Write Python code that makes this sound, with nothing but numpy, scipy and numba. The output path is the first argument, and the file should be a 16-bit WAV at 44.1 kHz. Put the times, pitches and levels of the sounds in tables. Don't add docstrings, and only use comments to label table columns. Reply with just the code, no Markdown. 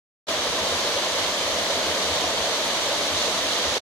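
import sys
import numpy as np
from scipy import signal
from scipy.fft import rfft, irfft
from scipy.io import wavfile
from scipy.ndimage import map_coordinates
from numba import njit

SR = 44100
rng = np.random.default_rng(int(sys.argv[2]) if len(sys.argv) > 2 else 0)


def put_to_file(sound):
    columns = np.atleast_2d(sound).T
    safe = np.clip(columns, -1, 1)
    whole_steps = np.round(safe * 32767)
    wavfile.write(sys.argv[1], SR, whole_steps.astype(np.int16))


N = 176400
T = np.arange(N) / SR
FREQS = np.fft.rfftfreq(N, 1 / SR)
SIDES = np.array([[1], [-1]])
BUBBLE_LOW_HZ, BUBBLE_HIGH_HZ = 300, 12000


def undb(db):
    return 10 ** (np.asarray(db) / 20)


def unit(x):
    return x / np.sqrt(np.mean(x ** 2))


def over_hz(points):
    hz, value = np.array(points, float).T
    return np.interp(np.log(FREQS + 1), np.log(hz), value)


def wander(rate_hz):
    steps = rng.standard_normal(1024)
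    return map_coordinates(steps, [T * rate_hz], order=3, mode="wrap")


@njit
def ring(start, hz, cycles, amplitude, rise, sr, length):
    out = np.zeros(length)
    for k in range(len(start)):
        life = cycles[k] * sr / hz[k]
        omega = 2 * np.pi * hz[k] / sr
        phasor = amplitude[k] + 0j
        step = np.exp(1j * omega - 2.3 / life)
        glide = np.exp(1j * omega * rise / life)
        for i in range(start[k], min(length, start[k] + int(2.5 * life))):
            out[i] += phasor.imag
            phasor *= step
            step *= glide
    return out


def bubbles(per_s=12000, cycles_at_1khz=9, rise=.08, spread_db=3, even_below_hz=1700):
    count = int(per_s * N / SR)
    when, pitch, life, strength = rng.random((count, 4)).T
    start = (when * N).astype(np.int64)
    root_low, root_high = np.sqrt(BUBBLE_LOW_HZ), np.sqrt(BUBBLE_HIGH_HZ)
    hz = (root_low + pitch * (root_high - root_low)) ** 2
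    cycles = cycles_at_1khz * 2 ** (2 * life - 1) * (hz / 1000) ** .5
    scatter = unit(undb(-spread_db * np.log(1 - .985 * strength)))
    uneven = np.minimum(hz / even_below_hz, 1) ** 2
    amplitude = np.sqrt(uneven * scatter ** 2 + 1 - uneven) * hz ** .75 / np.sqrt(cycles)
    return unit(ring(start, hz, cycles, amplitude, rise, float(SR), N))


def white_water(foam_db=1):
    inside = (FREQS > BUBBLE_LOW_HZ) & (FREQS < BUBBLE_HIGH_HZ)
    swarm = rfft(bubbles()) * inside * np.sqrt(inside.mean())
    foam_gain = undb(foam_db)
    foam = foam_gain * rfft(rng.standard_normal(N))
    return (swarm + foam) / np.sqrt(inside + foam_gain ** 2)


def rush_spectrum():
    # frequency_hz, relative_density_db
    colour = [(25, -21.5), (57, -23.5), (80, -12), (130, -19), (185, -11), (225, -11.8), (290, -7.2),
              (400, -8), (490, -2), (570, -2), (650, -1.1), (770, -7.4), (1000, -5.5), (1200, -7.5),
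              (1400, -10.5), (2150, -8.5), (2650, -11.5), (3000, -6.5), (3800, -5.5), (4400, -7.5),
              (5200, -12), (6250, -10.5), (7700, -20), (9000, -21.5), (10500, -25.5), (13000, -30.5),
              (15300, -39)]
    # frequency_hz, coherence (0-1)
    likeness = [(30, .25), (70, 0.87), (130, 0.83), (250, 0.97), (600, 1), (770, 0.86), (1150, 0.82),
                (1550, 0.44), (2100, 0.22), (3200, 0.1), (5600, 0.08), (6900, 0.2), (10000, 0.1)]
    # frequency_hz, left_minus_right_db
    balance = [(80, 7), (190, 2.5), (330, 0.8), (600, -1.3), (760, -2), (1150, 1.5), (1550, -2.5),
               (2200, .2), (2600, -1.2), (3700, -2), (4400, -1.5), (5150, 5), (6000, -2), (7700, 3.5),
               (11000, 1.5), (15000, 2.5)]
    # frequency_hz, left_lead_rad
    port_phase = [(80, -0.1), (300, -0.02), (550, -0.55), (760, 0.29), (1400, 0.3), (1750, 0.7),
                  (2050, 1.64), (2800, 2), (4800, 1.3), (5600, 3.5), (6400, 5.5), (8000, 7), (10500, 4.5),
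                  (13000, 8)]
    coherence = np.clip(over_hz(likeness), 0, .99)
    mid = white_water() * np.sqrt(1 + coherence)
    side = white_water() * np.sqrt(1 - coherence)
    lean = undb(SIDES * over_hz(balance) / 2)
    ports = lean / np.hypot(*lean) * np.exp(1j * SIDES * over_hz(port_phase) / 2)
    return np.array([mid + side, mid - side]) * ports * undb(over_hz(colour))


def cascade(level_db=-24):
    # time_s, left_db, right_db
    treble = [(.3, -0.8, -0.8), (1.1, -0.6, -0.5), (1.2, -0.5, 0.6), (1.3, -0.7, -.4), (2.08, -0.5, -0.4),
              (2.14, 0, 0), (2.21, -0.9, 1), (2.26, -1, -.6), (2.8, -0.3, 0), (3.12, -0.1, 0),
              (3.23, 0.3, 2), (3.36, -0.8, 0), (3.55, -0.6, 0.9), (3.76, -0.8, 0.5)]
    # time_s, gain_db
    gurgle = [(.3, 0), (.95, 0), (1.33, -0.6), (1.62, 0.3), (2.25, 0.6), (2.6, -0.8), (2.76, -1),
              (2.9, 0.2), (3.03, -1), (3.25, 0.2), (3.42, -1), (3.76, 0)]
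    spectrum = rush_spectrum()
    surge_db = 0.12 * wander(rate_hz=7.32)
    times, left, right = np.array(treble).T
    treble_db = np.array([np.interp(T, times, left), np.interp(T, times, right)])
    gurgle_db = np.interp(T, *np.array(gurgle).T)
    sizzle_db = 1.1 * np.maximum(T - 3.1, 0)
    centres_hz = 100 * 2. ** np.arange(8)
    out = 0
    for hz, weights in zip(centres_hz, np.eye(len(centres_hz))):
        band = irfft(spectrum * over_hz(list(zip(centres_hz, weights))), N)
        drift_db = treble_db * (hz > 2400) + gurgle_db * (150 < hz < 1100)
        drift_db = drift_db + sizzle_db * (4500 < hz < 9000)
        flicker_db = (2.5 if hz < 150 else 0.35) * wander(rate_hz=24)
        out = out + band * undb(surge_db + flicker_db + drift_db)
    return unit(out) * undb(level_db)


def pockets(rows, swell_s, decay_s, rise_per_s, gain_db, pan_db, spread_oct=.35, pan_spread_db=1.2):
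    out = np.zeros((2, N))
    for (peak_s, hz, db), (turn, length, glide, place) in zip(rows, rng.uniform(-1, 1, (len(rows), 4))):
        age = np.clip(T - peak_s, -.5, .5)
        decay = decay_s * 2 ** (spread_oct * length)
        swell = np.exp(-(age / swell_s) ** 2)
        tail = np.exp(1 - np.hypot(1, age / decay * 2))
        cycles = turn + hz * (age + rise_per_s * (1 + glide) * age ** 2 / 2)
        tone = np.where(age < 0, swell, tail) * np.sin(2 * np.pi * cycles)
        side_db = (pan_db + pan_spread_db * place) * SIDES / 2
        out += undb(db + gain_db + side_db) * tone
    return out


def gulps():
    # peak_s, pitch_hz, relative_level_db
    large_pockets = [(.337, 613, -29), (.457, 592, -25.4), (.47, 462, -28.3), (.61, 667, -29),
                     (.752, 689, -28.7), (.776, 516, -28.5), (.869, 570, -28), (.969, 559, -25.8),
                     (1.071, 624, -26.5), (1.115, 527, -29), (1.17, 559, -27.6), (1.276, 527, -29),
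                     (1.412, 516, -28), (1.479, 559, -23.5), (1.517, 624, -27.6), (1.588, 667, -28),
                     (1.65, 613, -26.2), (1.707, 549, -26.2), (1.75, 667, -27.1), (1.76, 462, -29.7),
                     (1.911, 592, -27), (1.962, 506, -26.5), (2.048, 495, -29), (2.1, 592, -26.7),
                     (2.242, 678, -26), (2.268, 715, -29), (2.299, 656, -28.5), (2.395, 506, -29),
                     (2.442, 667, -26.8), (2.48, 549, -25.2), (2.492, 715, -28.5), (2.53, 645, -28.3),
                     (2.583, 570, -28.3), (2.609, 624, -28.5), (2.698, 602, -29), (2.868, 592, -25.8),
                     (2.894, 527, -26.2), (2.921, 559, -27), (3.016, 516, -29), (3.096, 549, -28.5),
                     (3.175, 602, -27.6), (3.248, 581, -26.7), (3.287, 624, -23.8), (3.582, 656, -27.3),
                     (3.615, 559, -28), (3.769, 495, -27)]
    return pockets(large_pockets, swell_s=0.0062, decay_s=0.0089, rise_per_s=5, gain_db=0.1, pan_db=-1)


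def plops():
    # peak_s, pitch_hz, relative_level_db
    small_pockets = [(.469, 1152, -32), (.588, 1030, -31), (.686, 861, -31), (.766, 947, -27),
                     (1.099, 893, -30), (1.183, 904, -30), (2.014, 990, -33), (2.37, 904, -30.5),
                     (2.402, 958, -31), (2.753, 950, -28), (3.109, 850, -31), (3.322, 1205, -29.5)]
    return pockets(small_pockets, swell_s=0.0045, decay_s=0.011, rise_per_s=4.5, gain_db=-0.5, pan_db=.5)


def thuds():
    # peak_s, pitch_hz, relative_level_db
    cloud_pulses = [(.635, 75, -45.5), (.744, 83, -42), (1.215, 89, -44.5), (1.628, 80, -46),
                    (1.89, 82, -43), (2.062, 80, -43), (2.124, 81.5, -35), (2.259, 80, -43),
                    (3.144, 86, -43), (3.688, 78, -37)]
    return pockets(cloud_pulses, swell_s=.028, decay_s=0.025, rise_per_s=.1, gain_db=1.3, pan_db=4.5)


def splashes(band_hz=(2800, 6000), attack_s=.003, decay_s=0.01, pan_db=-2):
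    # peak_s, level_db
    landings = [(1.187, -29), (2.152, -33), (2.207, -30), (3.224, -31), (3.597, -31.5)]
    bursts = sum(undb(db) * np.exp(-np.maximum((peak_s - T) / attack_s, (T - peak_s) / decay_s))
                 for peak_s, db in landings)
    bandpass = signal.butter(2, band_hz, "band", fs=SR, output="sos")
    hiss = unit(signal.sosfilt(bandpass, rng.standard_normal((2, N))))
    return bursts * hiss * undb(SIDES * pan_db / 2)


def scene():
    events = gulps() + plops() + thuds() + splashes()
    return cascade() + events


def record(dry):
    start_s, stop_s, fade_in_s, fade_out_s = 0.2796, 3.785, 0.0064, 0.0045
    fringe_db, fringe_s = -13.5, 0.0116
    top_hz = 15600
    gate = np.clip((T - start_s) / fade_in_s, 0, 1) * np.clip((stop_s - T) / fade_out_s, 0, 1)
    fringe_in = np.clip((T - start_s + fringe_s) / fade_out_s, 0, 1)
    fringe_out = np.clip((stop_s - T) / (1.8 * fringe_s) + 1, 0, 1)
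    gated = dry * np.maximum(gate, undb(fringe_db) * fringe_in * fringe_out)
    lowpass = signal.ellip(10, .1, 80, top_hz, fs=SR, output="sos")
    return signal.sosfilt(lowpass, gated)


dry = scene()
out = record(dry)
put_to_file(out)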